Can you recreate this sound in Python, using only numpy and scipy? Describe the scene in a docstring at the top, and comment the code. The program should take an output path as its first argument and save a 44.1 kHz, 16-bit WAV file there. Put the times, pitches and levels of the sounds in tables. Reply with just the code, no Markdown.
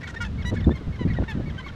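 """A near seabird croaks and yaps in a clifftop colony, while another repeats a thin arched peep.
Neighbours add short pips, dry rasps and bill clacks over the babble of far birds.
Each call is a buzz from the bird's voice box, mixed with breath and shaped by its throat.
Behind the birds, surf washes far below and wind rumbles, thumps and pops on the microphone."""
import sys
import numpy as np
from scipy import signal
from scipy.fft import rfft, irfft
from scipy.io import wavfile
from scipy.ndimage import uniform_filter1d

SR = 44100
rng = np.random.default_rng(int(sys.argv[2]) if len(sys.argv) > 2 else 0)


def unload_audio(sound):
    """Save the sound as a 16-bit wav file, at the path given as the first command line argument."""
    columns = np.transpose(np.atleast_2d(sound))
    # keep every value between -1 and 1, then stretch to whole-number steps
    steps = np.round(np.clip(columns, -1, 1) * 32767)
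    wavfile.write(sys.argv[1], SR, steps.astype(np.int16))


N = 77175

# The near bird's yaps: start t/s, length t/s, first pitch f/Hz, last pitch f/Hz, level/dB,
# treble tilt/(dB per octave), even harmonics/dB, roughness/(0-1), top sheen/dB, fade-out t/s
YAP_NOTES = [(0.232, 0.046, 919, 850, -42, 4, -0.5, 0.17, -8, 0.0065),
             (0.450, 0.06, 965, 989, -35.5, 8, 7.5, 0.08, -3.5, 0.012),
             (0.747, 0.033, 1069, 1039, -45, 2.5, 3, 0.05, 3, 0.011),
             (.988, 0.059, 1027, 952, -41.5, -4, 0, 0.18, -6, .011),
             (1.278, 0.059, 929, 822, -36, -1, 2.5, 0.14, 8.5, 0.027),
             (1.594, 0.023, 1014, 1036, -39.5, -3.5, -4, 0.27, 0, .006),
             (1.661, 0.017, 1103, 1126, -39.5, -17, -18, 0.33, 0, .006)]
# Arched peeps: start t/s, length t/s, top pitch f/Hz, level/dB
PEEP_NOTES = [(0.032, 0.054, 2270, -44), (0.201, 0.058, 2266, -41.5), (0.381, 0.056, 2234, -45),
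              (0.558, 0.062, 2233, -46), (0.733, 0.056, 2200, -49.5), (0.922, 0.051, 2208, -50),
              (1.096, .053, 2230, -46), (1.28, 0.043, 2250, -44), (1.456, 0.059, 2260, -47),
              (1.64, 0.057, 2230, -43)]
# Neighbours' pips: start t/s, length t/s, first pitch f/Hz, last pitch f/Hz, level/dB,
# treble tilt/(dB per octave), even harmonics/dB, roughness/(0-1)
PIP_NOTES = [(.007, 0.022, 1855, 1756, -42, 14, -9, 0.45), (0.027, 0.027, 1985, 1882, -37, 12, -2, 0.16),
             (.09, 0.025, 1937, 1850, -40.5, -12, 7, 0.14), (0.157, 0.027, 1802, 1840, -33, 9, 4, 0.16),
             (0.561, 0.024, 1840, 1610, -36, 4, 4.5, 0.24), (0.612, 0.038, 2040, 1825, -48, -19, -3, 0.42),
             (0.641, 0.011, 1820, 1776, -40, 3.5, 25, 0.12),
             (0.703, 0.029, 1733, 1834, -39.5, -2, 17.5, 0.2),
             (1.073, 0.027, 2367, 2510, -44, -8, -8, 0.57), (1.096, .025, 2014, 1877, -37.5, -2, 10, 0.26),
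             (1.161, .031, 1992, 1810, -37, -6, 12, 0.24), (1.577, 0.024, 1532, 1580, -35.5, -2, 9, 0.05)]
# Dry rasps: start t/s, length t/s, level/dB, treble tilt/(dB per octave)
RASP_NOTES = [(0.027, 0.023, -45, -4.5), (0.071, 0.026, -40, -6), (0.089, 0.027, -45.5, 2),
              (0.14, 0.016, -38.5, -5.5), (0.21, 0.024, -49, 10), (0.258, .019, -51, -6),
              (0.444, 0.011, -39, -15), (0.494, 0.011, -47.5, 12), (.536, .03, -46, -2.5),
              (1.145, .018, -44, -14), (1.232, 0.017, -41, -12.5), (1.585, .014, -50, 2.5),
              (1.658, .023, -48, -6.5), (1.683, 0.026, -46, -23)]
# Bills snapping shut: start t/s, level/dB
BILL_CLACKS = [(.078, -31.5), (0.141, -51)]
# How the throat colours each kind of call: f/Hz, relative level/dB
CROAK_COLOUR = [(480, -31), (950, -13.5), (1420, 0), (1900, -10.5), (2380, -34), (2850, -13), (3350, -18),
                (4100, -29), (5100, -20), (6200, -24.5), (7500, -32), (10000, -41.5), (15500, -56)]
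YAP_COLOUR = [(450, -18), (950, -1.5), (1850, 1.5), (2850, -6.5), (3500, -8), (3950, -7), (4550, -22),
              (5400, -17), (6900, -22), (7800, -35.5), (8600, -28), (9900, -37), (10800, -44.5),
              (12800, -39), (15500, -62)]
PEEP_COLOUR = [(1000, -27), (1650, -1.5), (2200, -4.5), (3300, -1.5), (3800, -10), (4500, -22),
               (5400, -8.5), (6700, -35), (9000, -48), (13400, -38), (15500, -52)]
PIP_COLOUR = [(900, -29), (1550, 4.5), (2000, 10.5), (3500, -15), (5400, -21), (7300, -40.5), (15500, -65)]
RASP_COLOUR = [(500, -16), (900, -3.5), (1150, -39), (1500, 7.5), (1900, -9.5), (2600, -12), (3700, -9.5),
               (4800, -18), (6200, -14.5), (8000, -20), (10500, -37.5), (15500, -52)]
# How loud a typical far call is over time: t/s, level/dB
BABBLE_LEVELS = [(0, -57.5), (.35, -57.5), (.85, -60), (1.25, -56), (1.75, -55.5)]
# How hard the wind presses on the microphone: t/s, level/dB
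WIND_LEVELS = [(0, -37), (.18, -37.5), (0.209, -30.5), (.35, -28.5), (0.638, -24), (0.678, -18.5),
               (.73, -25), (.79, -37.5), (.84, -37.5), (0.881, -23), (.94, -34), (1.02, -32),
               (1.108, -21.5), (1.16, -26.5), (1.232, -21), (1.25, -38), (1.35, -29.5), (1.55, -29.5),
               (1.59, -38.5), (1.75, -36)]
# The tone of the wind's rumble: f/Hz, relative level/dB
RUMBLE_COLOUR = [(20, -10), (38, -28.5), (55, 1.5), (85, -2.5), (130, -4), (220, -11), (320, -25),
                 (500, -37), (1000, -42.5), (3000, -91)]
# Thumps of wind: start t/s, length t/s, level/dB, treble cutoff f/Hz
WIND_THUMPS = [(.512, 0.037, -27.5, 412), (.6, 0.02, -29, 277), (0.668, 0.024, -14.5, 199),
               (0.688, 0.043, -24.5, 306), (0.808, 0.023, -34, 262), (0.879, 0.027, -32, 166),
               (1.006, 0.022, -26.5, 230), (1.05, 0.03, -19.5, 186), (1.192, 0.038, -28.5, 306),
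               (1.221, 0.018, -27, 210), (1.35, 0.046, -27.5, 253), (1.395, 0.019, -29.5, 380),
               (1.469, 0.017, -35.5, 372)]
# Sharp pops of wind: middle t/s, peak level/dB, width t/s
WIND_POPS = [(0.672, -11, 0.0013), (.694, -17.5, 0.00027), (1.188, -17.5, 0.00037), (1.225, -22.5, 0.00035),
             (1.237, -17.5, 0.001)]
# The tone of the surf: f/Hz, relative level/dB
SURF_COLOUR = [(40, -22.5), (250, 7), (500, 3.5), (900, -6), (1300, -2.5), (2000, -20), (2800, -13),
               (3800, -14.5), (7000, -26.5), (10000, -37), (15500, -45.5)]

ATTACK_S, RELEASE_S = 0.0064, 0.0068  # a note's usual fade-in and fade-out
TREBLE_HZ, SHEEN_HZ, EDGE_HZ = 3100, 9900, 15750  # where treble starts, sheen starts and sound ends


def croak(start=.203, length=.043, peak_s=0.013):
    """A loud note at about half the pitch of a yap, which peaks early and dies away."""
    note = call(CROAK_COLOUR, length, first_hz=476, last_hz=467.6, db=-28.5, rough=0.12)
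    t = np.arange(len(note)) / SR
    return start, note * amp(-12 * abs(t - peak_s) / t[-1])


def call(throat, length, first_hz, last_hz, db, tilt_db=0, even_db=0, rough=0, sheen_db=0,
         release=RELEASE_S, attack=ATTACK_S):
    """One short note, such as a yap, that slides from one pitch to another."""
    hz = np.linspace(first_hz, last_hz, int(length * SR))
    return amp(db) * voice(hz, throat, rough, tilt_db, even_db, sheen_db, release, attack)


def voice(hz, throat, rough, tilt_db=0, even_db=0, sheen_db=0, release=RELEASE_S, attack=ATTACK_S):
    """The voice box (syrinx) vibrates unsteadily and lets out puffs of air; the throat colours both."""
    n = len(hz)
    colour = lambda f: amp(level_at(throat, f) + tilt_db * np.log2(np.hypot(1, f / TREBLE_HZ)))
    wobble = lambda seconds: noise(lambda f: 1 / (1 + (f * seconds) ** 2))[:n]
    hz = hz * (1 + (.002 + 0.053 * rough) * wobble(seconds=0.0023))  # rough voices shake more
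    phase = 2 * np.pi * np.cumsum(hz) / SR
    k = np.arange(1, 33)[:, None]  # harmonics: whole multiples of the pitch
    harmonic_hz = k * hz
    envelope = fade(np.arange(n) / SR, attack, release)
    # A note is brightest where the effort peaks; its ends lose treble.
    effort = envelope * np.sin(np.pi * np.linspace(0, 1, n))
    dull_db = 10.5 * (effort - 1) * np.log2(np.maximum(harmonic_hz / TREBLE_HZ, 1))
    top_db = sheen_db / (1 + (SHEEN_HZ / harmonic_hz) ** 20)
    shade_db = even_db * (k % 2 == 0) + dull_db + top_db
    strength = colour(harmonic_hz) * amp(shade_db) * (harmonic_hz < EDGE_HZ)
    buzz = (strength * np.cos(k * phase + rng.uniform(0, 2.24, k.shape))).sum(0)
    breath = noise(colour)[:n] * (1 + .5 * np.cos(phase))  # one puff per vibration
    breath *= amp(1.6 * wobble(seconds=0.005))  # the air sputters unevenly
    return unit((1 - rough) * unit(buzz) + rough * unit(breath)) * envelope


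def peep(length, top_hz, db):
    """A thin note that arches, sags and breaks downward into a hoarse end."""
    top_at, break_at = 0.306, 0.74  # shares of the note's length
    progress = np.linspace(0, 1, int(length * SR))
    rise = 0.032 * (1 - progress / top_at) ** 2
    sag = 0.2022 * ((progress - top_at) / (1 - top_at)) ** 2
    broken = np.clip((progress - break_at) / .08 + .5, 0, 1)
    hz = top_hz * (1 - np.where(progress < top_at, rise, sag) - 0.1448 * broken)
    return amp(db) * voice(hz, PEEP_COLOUR, rough=0.037 + .5 * broken)


def pip(length, *settings):
    """A short high note that swells for about half its length, then fades."""
    return call(PIP_COLOUR, length, *settings, attack=.52 * length, release=.45 * length)


def rasp(length, db, tilt_db, hz=471):
    """A low, dry note that is about half breath."""
    return call(RASP_COLOUR, length, hz, hz, db, tilt_db, rough=0.54)


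def clack(db, decay_s=0.00087):
    """The snap of a bill, ringing briefly in the mouth."""
    t = np.arange(SR // 100) / SR
    snap = noise(lambda f: amp(level_at(RASP_COLOUR, f) - 2 * np.log2(1 + f / TREBLE_HZ)), len(t))
    return amp(db) * snap * np.exp(-t / decay_s)


def near_birds():
    """The croak, yaps, pips, peeps, rasps and bill clacks, each at its own time."""
    out = np.zeros(N)
    add(out, *croak())
    for start, *settings in YAP_NOTES:
        add(out, start, call(YAP_COLOUR, *settings))
    for sound, table in (pip, PIP_NOTES), (peep, PEEP_NOTES), (rasp, RASP_NOTES), (clack, BILL_CLACKS):
        for start, *settings in table:
            add(out, start, sound(*settings))
    return out


def ground_echo(sound, echo_db=-20.5, decay_s=0.24):
    """Adds the weak, short echo that scatters back from rock and bushes."""
    t = np.arange(SR // 4) / SR
    echoes = rng.standard_normal(len(t)) * amp(-60 * t / decay_s) * (t > .003)
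    return sound + amp(echo_db) * signal.fftconvolve(sound, echoes / np.linalg.norm(echoes))[:N]


def babble(calls_per_s=50, length=0.0514, low_hz=704.5, high_hz=1160, spread_db=3):
    """Faint hoarse yaps from all over the colony, with a lull in the middle."""
    out = np.zeros(N)
    for i, (when, pitch, loudness) in enumerate(rng.random((int(calls_per_s * N / SR), 3))):
        start = (i + when) / calls_per_s
        hz = low_hz + pitch * (high_hz - low_hz)
        db = np.interp(start, *np.transpose(BABBLE_LEVELS)) + spread_db * (2 * loudness - 1)
        add(out, start, call(YAP_COLOUR, length, hz, .92 * hz, db, tilt_db=-3.5, even_db=3, rough=0.45))
    return out


def wind():
    """Wind presses on the microphone: a rumble that rises and falls, with thumps and pops."""
    rumble = noise(lambda f: amp(level_at(RUMBLE_COLOUR, f)), N)
    rumble /= np.sqrt(uniform_filter1d(rumble ** 2, size=2600) + 0.042)  # even out chance swells
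    out = rumble * amp(np.interp(np.arange(N) / SR, *np.transpose(WIND_LEVELS)))
    for start, *settings in WIND_THUMPS:
        add(out, start, thump(*settings))
    for row in WIND_POPS:
        add(out, *pop(*row))
    return out


def thump(length, db, cutoff_hz, low_hz=78.5):
    """A sudden swirl of air hits the microphone with a burst of low noise."""
    t = np.arange(int(length * SR)) / SR
    swirl = noise(lambda f: f ** 2 / (f ** 2 + low_hz ** 2) / np.hypot(1, (f / cutoff_hz) ** 3.18))
    return amp(db) * unit(swirl[:len(t)] * fade(t, attack=0.0029, release=length / 3))


def pop(middle, db, width):
    """One quick swing of pressure as a small swirl crosses the microphone."""
    t = np.arange(SR // 50) / SR
    offset = (t - t.mean()) / width
    return middle - t.mean(), amp(db) * offset * np.exp((1 - offset ** 2) / 2)


def surf(db=-47.5):
    """The smooth wash of the sea far below."""
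    return amp(db) * noise(lambda f: amp(level_at(SURF_COLOUR, f)), N)


def amp(db):
    """Turns decibels into a number to multiply by."""
    return 10 ** (np.asarray(db) / 20)


def unit(x):
    """Scales a sound to an average (rms) size of 1."""
    return x / np.sqrt(np.mean(x ** 2) + 1e-20)


def level_at(colour, hz):
    """Looks up a colour table's level in dB at any frequency."""
    f, db = np.transpose(colour)
    return np.interp(np.log(hz + 1), np.log(f), db)


def add(mix, start, sound):
    """Mixes a sound in at a start time in seconds."""
    part = mix[max(round(start * SR), 0):][:len(sound)]
    part += sound[:len(part)]


def noise(gain, size=8192):
    """Noise with each frequency f made louder or softer by gain(f)."""
    spectrum = rfft(rng.standard_normal(size))
    return unit(irfft(spectrum * gain(np.fft.rfftfreq(size, 1 / SR)), size))


def fade(t, attack, release):
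    """A loudness shape that rises smoothly, holds and falls."""
    rise = np.sin(np.pi / 2 * np.clip(t / attack, 0, 1))
    fall = np.sin(np.pi / 2 * np.clip((t[-1] - t) / release, 0, 1))
    return rise * fall


def scene():
    """Birds over surf and wind, in one channel."""
    return (surf() + wind() + ground_echo(near_birds()) + babble())[None]


def record(dry):
    """Cuts off the highest treble, above EDGE_HZ."""
    low_pass = signal.firwin(511, EDGE_HZ, window=("kaiser", 9), fs=SR)
    return signal.oaconvolve(dry, low_pass[None], "same")


dry = scene()
out = record(dry)
unload_audio(out)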